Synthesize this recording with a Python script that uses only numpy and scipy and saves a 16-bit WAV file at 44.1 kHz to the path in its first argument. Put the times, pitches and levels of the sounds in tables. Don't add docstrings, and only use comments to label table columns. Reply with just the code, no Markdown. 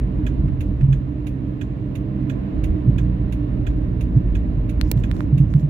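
import sys
import numpy as np
from scipy import signal
from scipy.fft import rfft, irfft, next_fast_len
from scipy.io import wavfile
from scipy.ndimage import uniform_filter1d

SR = 44100
rng = np.random.default_rng(int(sys.argv[2]) if len(sys.argv) > 2 else 0)


def dump_mix(stems):
    frames = np.atleast_2d(stems).T
    limited = np.clip(frames, -1, 1)
    pcm = np.round(limited * 32767).astype(np.int16)
    wavfile.write(sys.argv[1], SR, pcm)


def field_ratio(decibels):
    return 10 ** (np.asarray(decibels, dtype=float) / 20)


N = 250929
SIZE = next_fast_len(N)
FREQ = np.fft.rfftfreq(SIZE, 1 / SR) + 1e-3
TIME = np.arange(N) / SR


def coloured(spectrum, points):
    hz, db = np.transpose(points)
    return spectrum * field_ratio(np.interp(np.log(FREQ), np.log(np.maximum(hz, 1)), db))


def unit(x):
    return x / np.sqrt(np.mean(x ** 2))


def curves(table):
    s, *columns = np.transpose(table)
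    return [np.interp(TIME, s, c) for c in columns]


def walk(rate):
    hold = int(SR / rate)
    steps = np.repeat(rng.standard_normal(N // hold + 1), hold)
    return 1.3 * uniform_filter1d(uniform_filter1d(steps, hold), hold)[:N]


def sides(pan_db):
    gain = field_ratio(np.array([[pan_db / 2], [-pan_db / 2]]))
    return gain / gain.mean()


def add(out, s, sound):
    i = int(s * SR)
    out[:, i:i + sound.shape[1]] += sound[:, :N - i]


def ring(modes, t):
    total = 0
    for k, (hz, db, t60) in enumerate(modes):
        total = total + (-1) ** k * field_ratio(db - 60 * t / t60) * np.sin(2 * np.pi * hz * t)
    return total


# f/Hz, left-right correlation
PORT_CORRELATION = [(30, 0.91), (200, 0.96), (400, 0.71), (700, 0.2), (1100, -0.41), (2500, .05),
                    (8000, -0.15)]
# f/Hz, left minus right level/dB
PORT_LEAN = [(60, -2), (110, -5.5), (200, -4), (380, -5), (700, -3.5), (1290, -5), (2380, -9.5),
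             (4400, -8.5), (8120, -8), (15000, -9)]


def rush(colour, edges_hz, flicker_db, rate):
    hz, alike = np.transpose(PORT_CORRELATION)
    alike = np.interp(np.log(FREQ), np.log(hz), alike)
    mid, side = (coloured(rfft(rng.standard_normal(SIZE)), colour) for _ in range(2))
    mid, side = mid * np.sqrt(1 + alike), side * np.sqrt(1 - alike)
    lean = np.sqrt(coloured(np.ones(len(FREQ)), PORT_LEAN))
    pair = np.array([(mid + side) * lean, (mid - side) / lean])
    out = 0
    for lo, hi in zip(edges_hz, edges_hz[1:]):
        rise = np.clip(.5 + 6 * np.log(FREQ / lo), 0, 1)
        fall = np.clip(.5 - 6 * np.log(FREQ / hi), 0, 1)
        band = irfft(pair * np.sin(rise * fall * np.pi / 2), SIZE)[:, :N]
        out = out + band * field_ratio(flicker_db * walk(rate))
    return out / np.sqrt(np.mean(out.mean(axis=0) ** 2))


# t/s, roughness level/dB
ROUGHNESS = [(0, 3.5), (.14, -2.5), (.45, 4), (.6, 3.5), (.76, -2.5), (.88, 4), (1.1, -8), (2.12, -7),
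             (2.2, -1), (2.5, -6.5), (2.7, 7), (2.79, -2.5), (2.88, 1), (3.3, -1.5), (3.44, -5.5),
             (3.55, 1), (5.55, 1), (5.69, -10.5)]
# f/Hz, spectral level/dB per Hz
BOOM_COLOUR = [(15, -30.5), (25, -18), (34, -12.5), (44, -7), (50, 1.5), (56, -5.5), (68, -11.5),
               (85, -4.5)]
# f/Hz, spectral level/dB per Hz
ROAD_COLOUR = [(60, -12), (80, 0), (124, -6), (140, -5), (153, -11.5), (189, -5.5), (207, -7), (222, -15.5),
               (255, -5), (278, -12.5), (298, -1.5), (315, -6), (338, -19.5), (420, -14)]


def road():
    rough_db, = curves(ROUGHNESS)
    boom = rush(BOOM_COLOUR, [12, 80], flicker_db=0.4, rate=6.7)
    floor = rush(ROAD_COLOUR, [85, 110, 146.6, 240.5], flicker_db=0.7, rate=12)
    floor_share = 0.37
    return field_ratio(-23.5 + rough_db) * boom + field_ratio(-27 + floor_share * rough_db) * floor


# t/s, level/dB, f/Hz, length/s, growth/dB
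THUMPS = [(.43, -13.5, 141, 0.052, -2.5), (.803, -16.5, 115.3, 0.019, 2), (.826, -5.5, 134, 0.046, -6),
          (.877, -6, 135.3, .07, -7.5), (2.868, -14, 121.5, 0.033, 13.5), (4.159, -6, 125, 0.029, -0.5),
          (4.57, -20, 118.1, 0.033, -2), (4.962, -8.5, 123, 0.029, -9), (5.325, -2.5, 135, .04, -11),
          (5.369, -8.5, 143, 0.017, -5.5), (5.398, -1.5, 137.7, 0.045, -11),
          (5.546, -1.5, 142.4, 0.03, -6.5), (5.574, -13.5, 144, 0.025, -3),
          (5.626, -7, 144.9, 0.069, -14.5)]


def thumps():
    out = np.zeros((2, N))
    panel_hz, edge_s = 134, 0.0071
    for s, db, hz, length, growth_db in THUMPS:
        samples = length * SR + 200
        u = np.arange(int(length * SR) + 200) / samples
        from_edge_s = np.minimum(u, 1 - u) * len(u) / SR
        swell = field_ratio(db + growth_db * u) * np.tanh((from_edge_s / edge_s) ** 2)
        pitch = hz + max(panel_hz - hz, 0) * u
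        add(out, s - .002, swell * np.sin(2 * np.pi * np.cumsum(pitch) / SR) * sides(-3.0))
    return out


# t/s, firing rate f/Hz, load level/dB
ENGINE = [(0, 62.02, -2), (.5, 63.94, 1.5), (1.0, 65.02, -1.5), (1.6, 65.54, -1), (2.1, 66.32, 0),
          (2.45, 66.14, 2), (2.65, 62.63, -5.5), (2.95, 59.92, 3), (3.5, 59.84, -1.5), (4.4, 59.05, 1.5),
          (4.6, 55.93, -2), (4.9, 55.96, -1.5), (5.05, 58.64, -1.5), (5.69, 55.87, -2.5)]
# f/Hz, level/dB
MOUNTS = [(57, -26.5), (62, -27), (66, -36), (112, -27.5), (132, -30), (178, -32.5), (190, -42), (198, -35)]
# f/Hz, level/dB; only the points after the first are used
MOUNTS_TOP = [(198, -33), (230, -46)]


def engine():
    hz, load_db = curves(ENGINE)
    phase = 2 * np.pi * np.cumsum(hz * (1 + 0.0027 * walk(6))) / SR
    mount_hz, mount_db = np.transpose(MOUNTS + MOUNTS_TOP[1:])
    hum = 0
    for k in range(1, 5):
        level_db = load_db + np.interp(k * hz, mount_hz, mount_db) + 1.9 * walk(8.0)
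        hum = hum + field_ratio(level_db) * np.sin(k * phase + k)
    return np.sqrt(2) * hum * sides(-3.5)


def case_hits(events, modes, again_db, tail_db, muffle, thin):
    out, t = np.zeros((2, N)), TIME[:2000] - .001
    chance = rng.standard_normal((len(events), 2, len(t)))
    after = np.maximum(t, 0)
    for (s, db, pan_db, hz, crack_db), noise in zip(events, chance):
        push = np.where(t < 0, np.exp(-(t * hz / .3) ** 2), np.exp(-(after * hz / .8) ** 1.5))
        hit = push * np.cos(2 * np.pi * hz * t) + field_ratio(crack_db) * ring(modes, after)
        hit = hit + field_ratio(again_db) * np.roll(uniform_filter1d(hit, size=5), 95)
        dull = hit + muffle * (uniform_filter1d(hit, size=4) - hit) - thin * uniform_filter1d(hit, size=11)
        far = field_ratio(-abs(pan_db)) * (np.roll(dull, 22) - .5 * np.roll(dull, 36))
        scatter = noise * np.exp(-TIME[:len(t)] / 0.007)
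        tail = field_ratio(tail_db) * signal.fftconvolve(scatter, dull[None, :200], axes=1)[:, :len(t)]
        ports = np.array([hit, far] if pan_db > 0 else [far, hit])
        add(out, s - .001, field_ratio(db) * (ports + tail))
    return out


# t/s, near port level/dB, left minus right level/dB, knock f/Hz, crack above knock level/dB
TAPS = [
    (.6815, -47, -7.5, 975, -0.5),
    (4.9757, -36, 9, 2000, 0),
    (5.114, -18, -10.5, 1700, -6),
    (5.1662, -36, 2, 1303, -1),
    (5.2065, -14, -26, 1250, -16),
    (5.5389, -23.5, -19, 1542, -7.5),
    (5.597, -38, -6.5, 1800, -4),
]
# f/Hz, level/dB, t60/s
CASE_MODES = [(3600, 3.5, .003), (5603, -3, 0.0017), (7400, -4, 0.0015), (10000, -5, .0012),
              (14300, -8, .0012)]
LEFT_SNAP = [
    (4.8129, -14, 37, 1700, 2.5),
]
# f/Hz, level/dB, t60/s
LEFT_MODES = [(3250, 1.5, 0.0021), (4330, -1.5, 0.0059), (5800, -2.5, 0.0013), (8000, -9, 0.0017),
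              (11000, -5, 0.0014), (15000, -14, .001)]
RIGHT_SNAP = [
    (4.9151, -18.5, -11, 660, 19),
]
# f/Hz, level/dB, t60/s
RIGHT_MODES = [(2380, -14.5, 0.004), (4430, -14.5, 0.0032), (5400, -18, 0.0042), (7440, -12.5, 0.0026),
               (10800, -5, 0.0012), (15200, 0, .0012)]


def taps():
    soft = case_hits(TAPS, CASE_MODES, again_db=-27.5, tail_db=-36, muffle=.3, thin=.8)
    left = case_hits(LEFT_SNAP, LEFT_MODES, again_db=-19, tail_db=-39, muffle=.2, thin=0.34)
    right = case_hits(RIGHT_SNAP, RIGHT_MODES, again_db=-1.5, tail_db=-44, muffle=0.28, thin=.1)
    return soft - left + right


# t/s, length/s, level/dB, centre f/Hz
RUB = [
    (4.845, 0.054, -59.5, 5407),
    (4.971, 0.03, -62.5, 6900),
    (5.144, .075, -62, 6490),
    (5.498, .07, -69, 6900),
    (5.594, .008, -63, 6900),
]


def rub():
    edges_hz = [2500, 7000, 17000]
    dull = rush([(2500, -22.0), (4000, -2), (5200, 3), (7000, -6.5), (8400, -18), (10500, -15), (16000, -11.5)],
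                edges_hz, flicker_db=3.0, rate=130)
    sharp = rush([(3000, -25.5), (5500, -2), (7500, -5), (8400, -12), (11000, -8), (16000, -14)],
                 edges_hz, flicker_db=2.0, rate=100)
    edge_s, fade_s, press_db = .01, .02, 3
    out = 0
    for s, length, db, hz in RUB:
        u = np.clip((TIME - s) / length, 0, 1)
        off = np.maximum((s - TIME) / edge_s, (TIME - s - length) / fade_s).clip(0)
        bright = np.clip((hz - 4500) / 2500, 0, 1)
        out = out + field_ratio(db + press_db * u) * np.exp(-off) * ((1 - bright) * dull + bright * sharp)
    return out * sides(12.5)


def housing_strikes(events, modes, snap, snap_db, pan_db, spread_s, trim_db):
    out, t = np.zeros((2, N)), TIME[:5000]
    echoes = (1 - np.exp(-t / 0.00091)) * (np.exp(-t / spread_s) + field_ratio(-20.0) * np.exp(-t / 0.05))
    impulse = np.fft.fftshift(irfft(coloured(np.ones(len(FREQ)), snap), SIZE))
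    impulse = impulse[SIZE // 2 - 64:SIZE // 2 + 64]
    scatter = rng.standard_normal((2, len(t)))
    loose = rng.standard_normal((len(events), 2, len(t)))
    for (s, db), chance in zip(events, loose):
        burst = signal.fftconvolve(echoes * (scatter + .4 * chance), impulse[None], axes=1)
        click = field_ratio(snap_db) * unit(burst[:, 64:64 + len(t)])
        housing = 0
        for (hz, mode_db, t60, start), nudge in zip(modes, chance[0]):
            age = np.maximum(t - start, 0)
            ports = np.array([[1.02 * (1550 / hz) ** 2.5], [1]])
            build_up = 1 - np.exp(-age / 0.0013)
            housing = housing + ports * build_up * ring([(hz, mode_db + .8 * nudge, t60)], age)
        click = click + unit(housing)
        click[0] = np.roll(click[0], 40)
        add(out, s - .001, field_ratio(db + trim_db) * unit(click) * sides(pan_db))
    return out


# t/s, rms level/dB
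TOCKS = [
    (0.265, -29),
    (0.9265, -32.5),
    (1.6116, -31.5),
    (2.2965, -30.5),
    (2.9816, -30),
    (3.6665, -30.5),
    (4.3511, -32),
    (5.0355, -30.5),
]
# f/Hz, level/dB, t60/s, start t/s
TOCK_MODES = [(1635, 6, 0.027, 0.0062), (1957, -17, 0.025, 0.0066), (2390, -7, 0.058, .001),
              (2545, -1, 0.045, 0.0016), (2850, -9.5, .03, 0.0014), (3362, -3.5, 0.04, 0.001404),
              (3580, -8.5, 0.021, .001)]
# f/Hz, spectral level/dB per Hz
TOCK_SNAP = [(900, -35), (1500, -7), (2500, -11), (3500, -11), (4600, -25.5), (5600, -23), (6500, -18),
             (7600, -21), (8600, -34.5), (11500, -28), (13500, -32), (16000, -33.5)]
# t/s, rms level/dB
TICKS = [
    (0.6071, -34),
    (1.2685, -35),
    (1.9535, -35.5),
    (2.6388, -32.5),
    (3.3237, -34.5),
    (4.0088, -35.5),
    (4.6938, -36),
    (5.3785, -36.5),
]
# f/Hz, level/dB, t60/s, start t/s
TICK_MODES = [(1600, -0.5, .03, 0.0024), (2024, -6, 0.038, .006), (2340, -1, 0.034, .001),
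              (2660, 2, .018, .0003), (2945, -2.5, 0.015, .004), (3650, -6.5, .035, 0.00203),
              (6710, -7, 0.02, 0.0045)]
# f/Hz, spectral level/dB per Hz
TICK_SNAP = [(900, -35), (1500, -26.5), (2500, -0.5), (3700, -13.5), (5000, -21), (6700, -16),
             (8100, -27.5), (9600, -16), (11200, -20), (13500, -18.5), (16000, -26.5)]


def indicator():
    tocks = housing_strikes(TOCKS, TOCK_MODES, TOCK_SNAP, snap_db=-3.5, pan_db=-10, spread_s=0.012, trim_db=-17.5)
    ticks = housing_strikes(TICKS, TICK_MODES, TICK_SNAP, snap_db=4.5, pan_db=-10.5, spread_s=0.012, trim_db=-18.5)
    return tocks + ticks


# t/s, rms level/dB
RATTLES = [
    (.482, -40.5),
    (.81, -37),
]
# f/Hz, level/dB, t60/s, start t/s
RATTLE_MODES = [(1250, 0, .02, 0.00097), (1700, -5.5, .02, 0.009), (2360, -6, .02, .002)]
# f/Hz, spectral level/dB per Hz
RATTLE_SNAP = [(700, -34), (1300, 3.5), (2500, -2), (4500, -19), (7000, -25), (10000, -28.5), (16000, -48)]


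def rattles():
    return housing_strikes(RATTLES, RATTLE_MODES, RATTLE_SNAP, snap_db=4, pan_db=-14.5, spread_s=0.0078,
                           trim_db=-19.5)


# t/s, gust level/dB
GUSTS = [(0, 0.5), (.2, 1), (.95, -2), (1.9, -1), (2.5, 2.5), (3.1, 1), (4.69, 0), (4.9, 0.5), (5.2, 1),
         (5.69, -2)]
# f/Hz, spectral level/dB per Hz
WIND_COLOUR = [(220, -20.5), (380, -5), (427, -1.5), (556, -14), (576, -7.5), (603, -4.5), (632, -8),
               (824, -22), (883, -19.5), (1030, -14.5), (1290, -23.5), (2220, -28.5), (2930, -35),
               (3820, -40), (6000, -53.5), (7800, -86), (13200, -120)]
# f/Hz, spectral level/dB per Hz
HISS_COLOUR = [(4500, -1), (5500, -5.5), (7500, -6), (8600, -12.5), (10500, -13.5), (11800, -8.5),
               (15000, -15.5), (16600, -21)]


def wind():
    gust_db, = curves(GUSTS)
    tyres = rush(ROAD_COLOUR, [244.3, 276.6, 341.2, 387.6], flicker_db=0.9, rate=6.6)
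    low = rush(WIND_COLOUR, [410, 530.4, 810, 1110], flicker_db=0.43, rate=9.2)
    glass = rush(WIND_COLOUR, [1144, 1800, 2770, 3900, 5500], flicker_db=0.5, rate=19)
    hiss = rush(HISS_COLOUR, [5500, 9000, 17000], flicker_db=.8, rate=11)
    gusty = field_ratio(-31 + gust_db) * tyres + field_ratio(-44.5 + gust_db) * low
    glass_share = 0.75
    return gusty + field_ratio(-57 + glass_share * gust_db) * glass + field_ratio(-80.5) * hiss


def scene():
    return road() + thumps() + engine() + taps() + rub() + indicator() + rattles() + wind()


def top_cut(x):
    return signal.sosfilt(signal.butter(12, 16960, fs=SR, output="sos"), x)


def record(dry):
    dry = signal.sosfilt(signal.butter(2, 32, "high", fs=SR, output="sos"), dry)
    dry = signal.sosfilt(signal.ellip(6, .3, 32, 15750, fs=SR, output="sos"), dry)
    return top_cut(dry)


dry = scene()
out = record(dry)
dump_mix(out)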